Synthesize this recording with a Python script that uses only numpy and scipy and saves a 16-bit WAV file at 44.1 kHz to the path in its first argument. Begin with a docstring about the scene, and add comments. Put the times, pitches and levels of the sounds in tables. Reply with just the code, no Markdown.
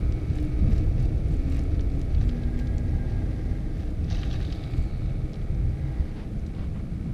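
"""A mountain bike coasts along a gravel road, heard from the rider's chest. From the start the freewheel
buzzes, wind buffets the microphone, the tyres rumble, stones tick and loose patches crunch. A faint hum
comes and goes, stepping down in pitch like a far engine. After a second the bike slows, so the buzz
drops and wind and rumble ease. At 2.4 s the brake rubs and its disc rings. At 4.1 s the tyres scrape
along the verge. Two more touches of the brake lead into a turn near 6 s, where the tread drones."""
import sys
import numpy as np
from scipy import signal
from scipy.io import wavfile
from scipy.ndimage import uniform_filter1d

SR = 44100
rng = np.random.default_rng(int(sys.argv[2]) if len(sys.argv) > 2 else 0)


def wrap_up_sound(samples):
    """Save the sound to the file named by the first command line argument, as 16-bit audio."""
    columns = np.atleast_2d(samples).T
    # keep every value between -1 and 1, then stretch to whole-number steps
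    tamed = np.clip(columns, -1, 1)
    steps = np.round(tamed * 32767).astype(np.int16)
    wavfile.write(sys.argv[1], SR, steps)


N = 314609
TIME = np.arange(N) / SR


def from_db(db):
    """Turn decibels into a number to multiply a sound by."""
    return 10 ** (np.asarray(db) / 20)


def unit_power(x):
    """Scale a sound to an average power of 1."""
    return x / np.sqrt(np.mean(x ** 2) + 1e-20)


def steady(x, seconds):
    """Hold the power near 1: slow swells go, fast flutter stays."""
    return x / np.sqrt(uniform_filter1d(x * x, max(int(seconds * SR), 2)) + 1e-12)


def curve(points):
    """Join (time, value) points with straight lines."""
    return np.interp(TIME, *np.transpose(points))


def fade(start_s, end_s, rise_s, fall_s):
    """Rise to 1 by start_s, hold until end_s, then fall to 0."""
    return np.clip(np.minimum(1 + (TIME - start_s) / rise_s, 1 - (TIME - end_s) / fall_s), 0, 1)


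def swell(middle_s, half_s):
    """A smooth hill of height 1 around a moment."""
    distance = (TIME - middle_s) / half_s
    return np.exp(-distance ** 2) * (np.abs(distance) < 4)


def drift(per_s):
    """A smooth random wobble of about 1, changing about per_s times a second."""
    step, warm_up = 40, 2000
    r = np.exp(-2 * np.pi * step * per_s / SR)
    slow = signal.lfilter([1], [1, -2 * r, r * r], rng.standard_normal(N // step + warm_up + 2))[warm_up:]
    return np.interp(np.arange(N) / step, np.arange(len(slow)), unit_power(slow))


def keep_below(x, hz, order):
    """Remove the highs; a larger order cuts more sharply."""
    return signal.sosfilt(signal.butter(order, hz, fs=SR, output="sos"), x)


def keep_between(x, low_hz, high_hz, order):
    """Keep one band of pitches."""
    return signal.sosfilt(signal.butter(order, [low_hz, high_hz], "band", fs=SR, output="sos"), x + 1e-18)


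def resonate(x, rings):
    """Let x ring an object at each (pitch_hz, width_hz, level_db); every other ring is flipped."""
    out = 0
    for k, (hz, width_hz, db) in enumerate(rings):
        r = np.exp(-np.pi * width_hz / SR)
        poles = [1, -2 * r * np.cos(2 * np.pi * hz / SR), r * r]
        ring = (1 - r * r) / 2 * signal.lfilter([1, 0, -1], poles, x + 1e-18)
        out = out + (-1) ** k * from_db(db) * ring
    return out


def noise(tone, source=lambda: rng.standard_normal(N)):
    """Noise of power 1 shaped by (pitch_hz, level_db) points, drawn anew for each third of an octave."""
    hz, db = np.transpose(tone)
    edges = 16 * 2 ** (np.arange(31) / 3)
    out = 0
    for low, high in zip(edges, edges[1:]):
        if high > hz[0] and low < hz[-1]:
            band_db = np.interp(np.log(np.sqrt(low * high)), np.log(hz), db)
            out = out + from_db(band_db) * keep_between(source(), low, high, order=2)
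    return unit_power(out)


def narrow_noise(hz, width_hz):
    """A thin band of noise around a moving pitch."""
    slow = keep_below(rng.standard_normal((2, N)), width_hz / 2, order=2)
    phase = 2 * np.pi * np.cumsum(hz) / SR
    return unit_power(slow[0] * np.sin(phase) + slow[1] * np.cos(phase))


def clicks(per_s, spread_db):
    """Clicks at random moments; spread_db makes a few much larger than the rest."""
    sizes = from_db(spread_db * np.minimum(rng.exponential(1, N), 4)) * rng.choice([-1, 1], N)
    return unit_power(sizes * (rng.random(N) < per_s / SR))


# The wheel's speed, counted in freewheel clicks: time_s, clicks_per_s
WHEEL_SPEED = [(0, 114), (1.1, 134), (1.5, 110.5), (2.25, 107), (3.05, 95.5), (4.8, 85.3), (5.1, 81),
               (5.95, 74), (6.2, 71.5), (7.13, 61)]
def speed_db(db_per_doubling, cruise_clicks_per_s=100):
    """How much louder a sound is than at cruising speed."""
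    return db_per_doubling * np.log2(curve(WHEEL_SPEED) / cruise_clicks_per_s)


# Stretches of hum: start_s, end_s, pitch_hz, rise_hz_per_s, level_db, fall_db_per_s
HUMS = [(0.413, 0.73, 301, 2, -31.5, 20), (1.4, 1.98, 267, 13.5, -36, 8), (2.268, 3.7, 239.5, 6.5, -36, 4),
        (3.92, 4.58, 174, 2, -40, 3), (3.85, 4.72, 277, 7.5, -47.5, -1),
        (4.701, 5.32, 119.7, 14.5, -32.5, 0), (5.55, 5.88, 135, -3, -33, 0), (4.93, 5.8, 160, 1, -42.5, 2),
        (4.9, 5.8, 211, 0.5, -45.5, 5)]
def far_hum():
    """A low, wavering tone; in most stretches it creeps up in pitch and fades a little."""
    out = np.zeros(N)
    for start, end, hz, rise_hz_per_s, db, fall_db_per_s in HUMS:
        age = np.maximum(TIME - start, 0)
        pitch_hz = (hz + rise_hz_per_s * age) * (1 + 0.003 * drift(10))
        tone = np.sin(2 * np.pi * np.cumsum(pitch_hz) / SR)
        level_db = db - fall_db_per_s * age + 2.1 * drift(8)
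        out += fade(start, end, rise_s=0.13, fall_s=0.13) * from_db(level_db) * tone
    return out


# The wind's deep tone: pitch_hz, level_db
WIND_TONE = [(18, -6), (28, 0), (40, -2), (60, -1.5), (85, -6), (120, -9.5), (170, -24), (300, -32.5)]
# Gusts and lulls: middle_s, change_db, half_length_s
GUSTS = [(0.06, 2, 0.1), (0.21, -7, 0.06), (.48, -4, 0.022), (0.66, 3.5, 0.07), (1.635, -3, 0.041),
         (2.197, 3.5, 0.046), (2.361, -8, 0.018), (2.747, 3, 0.03), (2.927, 6.5, 0.027),
         (3.345, -3.5, 0.046), (3.527, 2.5, 0.02), (3.59, -4, 0.028), (4.143, 3.5, 0.053),
         (4.38, 2.5, 0.021), (4.64, -5, 0.17), (4.798, 5.5, .025), (5.335, -10, 0.039), (5.683, 7, 0.055),
         (5.58, 3.5, 0.066), (5.775, -7, 0.029), (6.2, -4.5, 0.13), (6.546, -6.5, 0.031), (7.05, -5, 0.027)]
def wind():
    """Air swirls at the microphone, in gusts, and louder at speed."""
    gusts_db = sum(db * swell(s, half) for s, db, half in GUSTS) + 1.1 * drift(5.5)
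    level_db = -25.5 + speed_db(db_per_doubling=9) + gusts_db
    return from_db(level_db) * steady(noise(WIND_TONE), seconds=0.089)


# Jolts from the road: start_s, level_db, pitch_hz
BUMPS = [(.305, -15, 70), (.62, -22, 190), (.685, -24, 215), (1.3, -22, 150), (2.135, -19, 65),
         (3.51, -18, 60), (4.115, -21, 75), (5.9975, -15, 66), (5.991, -27, 150)]
def bumps(rise_s=0.0073):
    """Each jolt briefly swings the microphone's mount, making a thud."""
    out = np.zeros(N)
    for start, db, hz in BUMPS:
        age = np.maximum(TIME - start, 0)
        swing = age / rise_s * np.exp(1 - np.minimum(age / rise_s, 50))
        out += from_db(db) * swing * np.sin(2 * np.pi * hz * age)
    return out


# Loose patches of road: middle_s, half_length_s, crunch_db, grit_db
PATCHES = [(0.385, 0.069, -60, -65), (0.733, 0.07, -59.5, -66.5), (1.02, 0.036, -67, -72),
           (1.327, 0.05, -62, -66), (1.548, 0.078, -55, -62), (1.977, 0.06, -66, -70),
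           (2.26, 0.12, -62, -69), (2.597, 0.015, -54.5, -59), (3.237, 0.36, -67, -88),
           (3.825, 0.074, -63, -69), (4.049, 0.036, -62, -74), (4.13, 0.017, -51, -80),
           (4.345, 0.021, -50, -66), (4.79, 0.088, -79, -65)]
# The tones of hissing sand and of crackling grit: pitch_hz, level_db
SAND_TONE = [(900, 1), (1500, 4), (2800, -3.5), (4200, -5.5), (5500, -9.5), (7000, -15.5), (10500, -11),
             (11500, -18.5), (14000, -36), (16000, -36)]
GRIT_TONE = [(2500, 8), (5000, -18), (7500, -0.5), (10000, -13), (14500, -10)]
def grit(firm_road_db=-74):
    """Sand hisses softly and slowly fades; fine grains crackle more on loose patches."""
    hiss = from_db(-58 - 0.3 * TIME) * noise(SAND_TONE)
    wide_clicks = clicks(per_s=200, spread_db=6)  # these sound in every band at once
    crackle = noise(GRIT_TONE, lambda: wide_clicks + clicks(per_s=720, spread_db=5))
    loose = sum(from_db(db) * swell(s, half) for s, half, _, db in PATCHES)
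    return hiss + (from_db(firm_road_db) + loose) * crackle


# How crushed gravel rings: pitch_hz, width_hz, level_db
GRAVEL_RINGS = [(683, 46, 8), (792, 44, 7), (1193, 88, -0.5), (1576, 52, 1), (1726, 320, 0),
                (2230, 750, -4.5), (2610, 210, 0.5), (3490, 330, -8), (3860, 180, -3.5), (4500, 670, -7),
                (6000, 1000, -6)]
def gravel(per_s, spread_db, bite):
    """Small stones knock together and ring; the tread's bite runs from 0 (dull) to 1 (bright)."""
    ringing = resonate(clicks(per_s, spread_db), GRAVEL_RINGS)
    bright = unit_power(keep_below(ringing, 6400, order=12))
    dull = signal.sosfiltfilt(signal.butter(6, 4800, fs=SR, output="sos"), bright)
    return dull + bite * (bright - dull)


def road_crunch():
    """The gravel gives way in clumps, louder at speed and on loose patches."""
    crunch = gravel(per_s=2000, spread_db=3.8, bite=0.49)
    firm = from_db(-62 + speed_db(db_per_doubling=7))
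    loose = sum(from_db(db) * swell(s, half) for s, half, db, _ in PATCHES)
    clumps = from_db(2.15 * drift(21))
    return (firm + loose) * clumps * crunch


VERGE_START_S = 4.115
def on_verge(end_s=5.3):
    """1 while the tyres scrape the road's edge: quick to start, slower to stop."""
    return fade(VERGE_START_S, end_s, rise_s=0.051, fall_s=0.27)


def verge_crunch(fall_db_per_s=15, bite_s=0.67):
    """The sandy verge gives a much denser crunch, which fades and dulls as the tread bites less."""
    age = np.maximum(TIME - VERGE_START_S, 0)
    crunch = gravel(per_s=7000, spread_db=3.2, bite=np.clip(1 - age / bite_s, 0, 1))
    level_db = -50.5 - fall_db_per_s * age + 2.5 * drift(45)
    return from_db(level_db) * on_verge() * crunch


# How the scraped stones ring: pitch_hz, width_hz, level_db
GRIND_RINGS = [(1630, 380, 0.5), (2900, 450, -4), (3570, 220, 2), (3830, 190, 3), (4570, 500, -6)]
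def verge_grind(fall_db_per_s=5.5):
    """Stones on the verge grind in fits, each ring flaring up on its own."""
    ringing = 0
    for ring in GRIND_RINGS:
        flare = from_db(4 * drift(45))
        ringing = ringing + flare * resonate(clicks(per_s=1500, spread_db=3), [ring])
    level_db = -52 - fall_db_per_s * np.maximum(TIME - VERGE_START_S, 0)
    return from_db(level_db) * on_verge(end_s=4.57) * unit_power(ringing)


def sand_slide(middle_s=4.86, fall_hz_per_s=1800):
    """Sand hisses, sinking in pitch, as the tyre leaves the verge."""
    hiss = narrow_noise(4310 - fall_hz_per_s * (TIME - middle_s), width_hz=670)
    return from_db(-64.5) * swell(middle_s, half_s=0.34) * hiss


# The broad hiss of the brake's last touch, then sideways slips of the tyre: start_s, end_s, level_db, top_hz
SCRUBS = [(5.86, 6.09, -57.5, 4600), (6.178, 6.207, -50, 4600), (6.572, 6.63, -51.5, 4200),
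          (6.758, 6.78, -50.5, 3020), (7.062, 7.075, -56.5, 2210)]
# The tone of the pushed sand: pitch_hz, level_db
SCRUB_TONE = [(400, 9.5), (750, 6.5), (1250, 1.5), (2300, -2.5), (3000, -6), (5000, -6), (9000, -24)]
def scrubs():
    """The brake's last touch hisses broadly; then in the turn the tyre shoves sand aside in short pushes, each
    with its own brightness."""
    sand = from_db(2 * drift(70)) * noise(SCRUB_TONE)
    out = 0
    for start, end, db, top_hz in SCRUBS:
        push = unit_power(keep_below(sand, top_hz, order=4))
        out = out + from_db(db) * fade(start, end, rise_s=0.03, fall_s=0.06) * push
    return out


# Runs of tread knobs hitting loose grit: start_s, end_s, peak_db
KNOB_RUNS = [(0.355, 0.45, -42), (.706, 0.78, -48), (0.997, 1.056, -42.5), (1.283, 1.368, -43),
             (1.499, 1.591, -41), (1.615, 1.637, -43), (1.993, 2.016, -44), (4.768, 4.852, -45)]
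def chips(gap_s=0.0255, ring_s=0.011, knock_db=-1):
    """Knob after knob flicks out one tiny stone; gives rows like those of STONES."""
    rows = []
    for start, end, db in KNOB_RUNS:
        for s in np.linspace(start, end, round((end - start) / gap_s) + 1):
            peak_db = db + 2 * rng.standard_normal()
            pitch_hz = rng.uniform(6200, 9400)
            rows.append((s, peak_db, pitch_hz, ring_s, knock_db))
    return rows


# Larger stones: start_s, peak_db, pitch_hz, ring_s (to fade by 60 dB), knock_db (against the ring)
STONES = [(0.1222, -34, 4780, 0.013, -1), (.2144, -46, 5000, .012, -6), (.3845, -38, 3300, 0.02, -4),
          (.7288, -37, 5400, .02, -2), (0.7795, -35, 4900, .02, -1), (1.0017, -41, 5000, 0.011, 2),
          (1.522, -38, 3400, .016, -4), (1.593, -36, 4600, 0.014, -2), (1.794, -36, 2995, .015, 2),
          (1.807, -40, 4900, .02, -10), (1.917, -42, 4210, .02, -3), (2.014, -37, 5300, 0.02, 4),
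          (2.1466, -34.5, 3300, 0.023, 0), (2.181, -39.5, 2700, 0.014, -2), (2.216, -44, 5000, .018, -5),
          (2.2916, -32.5, 3700, 0.029, 1), (2.4337, -38, 3220, .026, -3), (2.594, -40, 4000, .028, -3),
          (2.67, -39.5, 4300, 0.022, -8), (2.78, -37.5, 5360, 0.016, -7), (3.122, -41, 3800, .015, -2),
          (4.044, -39, 4200, .015, -8), (4.1005, -32, 4400, 0.013, -10), (4.1195, -31, 4000, 0.02, 2),
          (4.127, -30, 4400, 0.012, -2), (4.147, -31, 3800, 0.018, 2), (4.215, -38, 3700, 0.022, -6),
          (4.2313, -28, 3200, 0.015, -1), (4.2328, -30, 1730, 0.023, -8), (4.3103, -29.5, 3500, 0.039, -4),
          (4.3284, -31.5, 3550, 0.018, -11), (4.355, -36, 3700, 0.018, -1),
          (4.4126, -36.5, 3500, 0.015, -6), (4.427, -38, 3920, .015, -6), (4.449, -35, 2900, .015, -8),
          (4.5055, -36, 3400, 0.017, -9), (4.523, -33, 3750, 0.034, -10), (4.6365, -34.5, 3500, .018, -6),
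          (4.7355, -37, 3060, 0.024, 2), (4.78, -39, 4200, .018, -6), (5.059, -41, 3490, .024, -12),
          (5.3325, -37, 4350, 0.014, -20), (5.3407, -34, 4100, 0.013, -18), (5.3555, -41, 3900, .014, -15),
          (5.4146, -46, 3000, .016, -10), (5.5455, -45, 4800, .016, -8), (5.6929, -45, 4800, .016, -8),
          (6.3945, -47, 5190, .014, -8), (6.4633, -40.5, 4900, 0.027, -6), (6.548, -40.5, 3300, 0.02, -5)]
def stones(rise_s=0.0011):
    """Each stone shoots from under the tread with a short ring, a dry snap and a duller knock."""
    out, age = np.zeros(N), TIME[:SR // 10]
    cushion = 1 - np.exp(-age / rise_s)  # rubber softens the first instant
    for start, db, hz, ring_s, knock_db in STONES + chips():
        crack = 0
        # ring, snap and knock each fill a band set by the stone's pitch
        for low, high, part_db in [(0.78, 1.25, 0), (0.62, 1.45, -2), (0.3, 0.68, knock_db)]:
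            burst = rng.standard_normal(len(age)) * from_db(part_db - 60 * age / ring_s)
            crack = crack + keep_between(burst, low * hz, high * hz, order=3)
        tick = from_db(db) * cushion * crack / np.abs(crack).max()
        at = round(start * SR)
        out[at:at + len(age)] += tick[:N - at]
    return out


# How loud the hollow roar is: time_s, level_db
ROAR_LEVEL = [(0, -64), (2.2, -65), (3.1, -53), (3.9, -62.5), (4.3, -53.5), (5.3, -57.5), (6.2, -57.5),
              (7.13, -69)]
# How the hollow tyres ring: pitch_hz, width_hz, level_db
ROAR_RINGS = [(516, 74, -1.5), (655, 60, 1), (781, 81, -1)]
def tyre_roar():
    """Grit under the tread keeps the tyres sounding hollow."""
    hollow = resonate(rng.standard_normal(N), ROAR_RINGS)
    return from_db(curve(ROAR_LEVEL)) * unit_power(keep_below(hollow, 880, order=8))


# How tyres and frame ring: pitch_hz, width_hz, level_db
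TYRE_RINGS = [(306.4, 19.2, 3), (429.7, 40, -7), (498, 44, -10), (669, 66, -15), (802, 73, -24)]
# The tone of rolling, before the rubber dulls it: pitch_hz, level_db
ROLLING_TONE = [(90, -4), (140, 4.5), (200, -3.5), (260, -6), (360, -12.5), (500, -19), (780, -23.5),
                (950, -57), (2000, -6.5)]
def tyre_rumble():
    """Knobs and pebbles drum on the tyres, which ring through the frame, louder at speed."""
    ringing = unit_power(resonate(clicks(per_s=1500, spread_db=0), TYRE_RINGS))
    rolling = steady(noise(ROLLING_TONE), seconds=0.22)
    loose = sum(swell(s, half) for s, half, *_ in PATCHES)
    level_db = -37.5 + speed_db(db_per_doubling=6) + 0.5 * loose + 0.2 * on_verge()
    rumble = from_db(level_db) * (from_db(0.8) * rolling + from_db(-6) * ringing)
    return keep_below(rumble, 860, order=8)  # soft rubber lets few highs through


# How loud the tread's drone is: time_s, level_db
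DRONE_LEVEL = [(0, -57), (5.8, -58), (6.1, -42.5), (6.45, -38), (6.75, -38.5), (7.13, -31.5)]
# The drone's low notes: pitch_hz, width_hz, level_db
DRONE_RINGS = [(130.5, 25, -4), (167.6, 18, -1.5), (206.5, 23, -1.5), (241, 93, -13)]
def tread_drone():
    """The tread drones as the bike leans into the turn."""
    drone = resonate(rng.standard_normal(N), DRONE_RINGS)
    return from_db(curve(DRONE_LEVEL)) * steady(drone, seconds=0.34)


# Touches of the brake: start_s, end_s, rub_db, ring_db
BRAKE_TOUCHES = [(2.406, 3.558, -57, -59), (5.3, 5.6, -65, -85), (5.85, 5.99, -57.5, -64.5)]
# How the clamp that holds the pads rings: pitch_hz, width_hz, level_db
CLAMP_RINGS = [(805, 45, 2), (1215, 22, -8), (1927, 124, -5.5), (2130, 97, -7), (3260, 1400, -27)]
# A high spot on the disc catches the pads: middle_s, change_db, half_length_s
DISC_CATCHES = [(2.623, 5.5, 0.067), (3.013, 5.5, 0.05), (3.163, 4.5, 0.041), (3.57, 2, 0.047)]
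def brake(disc_hz=1640, fall_hz_per_s=28, fall_db_per_s=4):
    """Rubbing pads hiss and ring the disc on one note, which wanders, sinks, and swells at each catch."""
    rub = unit_power(resonate(rng.standard_normal(N), CLAMP_RINGS))
    catch_db = sum(db * swell(s, half) for s, db, half in DISC_CATCHES)
    wander_hz = 10.87 * drift(5.9)
    out = 0
    for start, end, rub_db, ring_db in BRAKE_TOUCHES:
        age = np.maximum(TIME - start, 0)
        pitch_hz = disc_hz - fall_hz_per_s * age + wander_hz
        note = steady(narrow_noise(pitch_hz, width_hz=44), seconds=0.05)
        ringing = from_db(ring_db + catch_db - fall_db_per_s * age) * note
        out = out + fade(start, end, rise_s=0.2, fall_s=0.34) * (from_db(rub_db) * rub + ringing)
    return out


# How loud the freewheel is: time_s, level_db
FREEWHEEL_LEVEL = [(0, -54.5), (.35, -58.5), (.7, -55.5), (.95, -59), (1.15, -61.5), (1.5, -57),
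                   (2.25, -61), (2.7, -61), (3.7, -66.5), (4.75, -55.5), (5.2, -60), (5.6, -60.5),
                   (5.95, -63), (6.25, -65), (7.13, -64)]
# How hub and frame ring: pitch_hz, width_hz, level_db
HUB_RINGS = [(670, 30, -2), (795, 55, -2), (1275, 95, 2), (1600, 150, -14), (1975, 55, -3), (2110, 60, -7),
             (2228, 85, 4.7), (2500, 150, -8), (3700, 700, -18), (4450, 700, -19)]
def freewheel(scrape_s=0.001, scrape_db=-9, uneven_db=1):
    """A small latch drops into each passing tooth with a click and a brief scrape, ringing the hub."""
    teeth_per_s = curve(WHEEL_SPEED) * (1 + 0.012 * drift(25))
    teeth_passed = np.floor(np.cumsum(teeth_per_s) / SR)
    drops = np.diff(teeth_passed, prepend=0) * from_db(uneven_db * rng.standard_normal(N))
    tails = signal.lfilter([1], [1, -np.exp(-1 / (scrape_s * SR))], drops + 1e-18)
    scrape = tails * rng.standard_normal(N)
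    ringing = resonate(unit_power(drops) + from_db(scrape_db) * unit_power(scrape), HUB_RINGS)
    return from_db(curve(FREEWHEEL_LEVEL)) * steady(ringing, seconds=0.08)


def scene():
    """All the sounds add up in one channel, in the open air, without echo."""
    tyres = tyre_rumble() + tread_drone() + tyre_roar()
    road = grit() + road_crunch()
    verge = verge_crunch() + verge_grind() + sand_slide()
    bike = tyres + road + verge + scrubs() + stones() + bumps() + freewheel() + brake()
    return (bike + wind() + far_hum())[None, :]


def record(dry, notch_hz=704, notch_width_hz=16.4, top_hz=15100):
    """The microphone's case partly swallows one thin band, and the highest treble is cut off."""
    housed = dry - 0.5 * resonate(dry, [(notch_hz, notch_width_hz, 0)])
    return signal.sosfilt(signal.ellip(10, 0.2, 90, top_hz, fs=SR, output="sos"), housed)


dry = scene()
out = record(dry)
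wrap_up_sound(out)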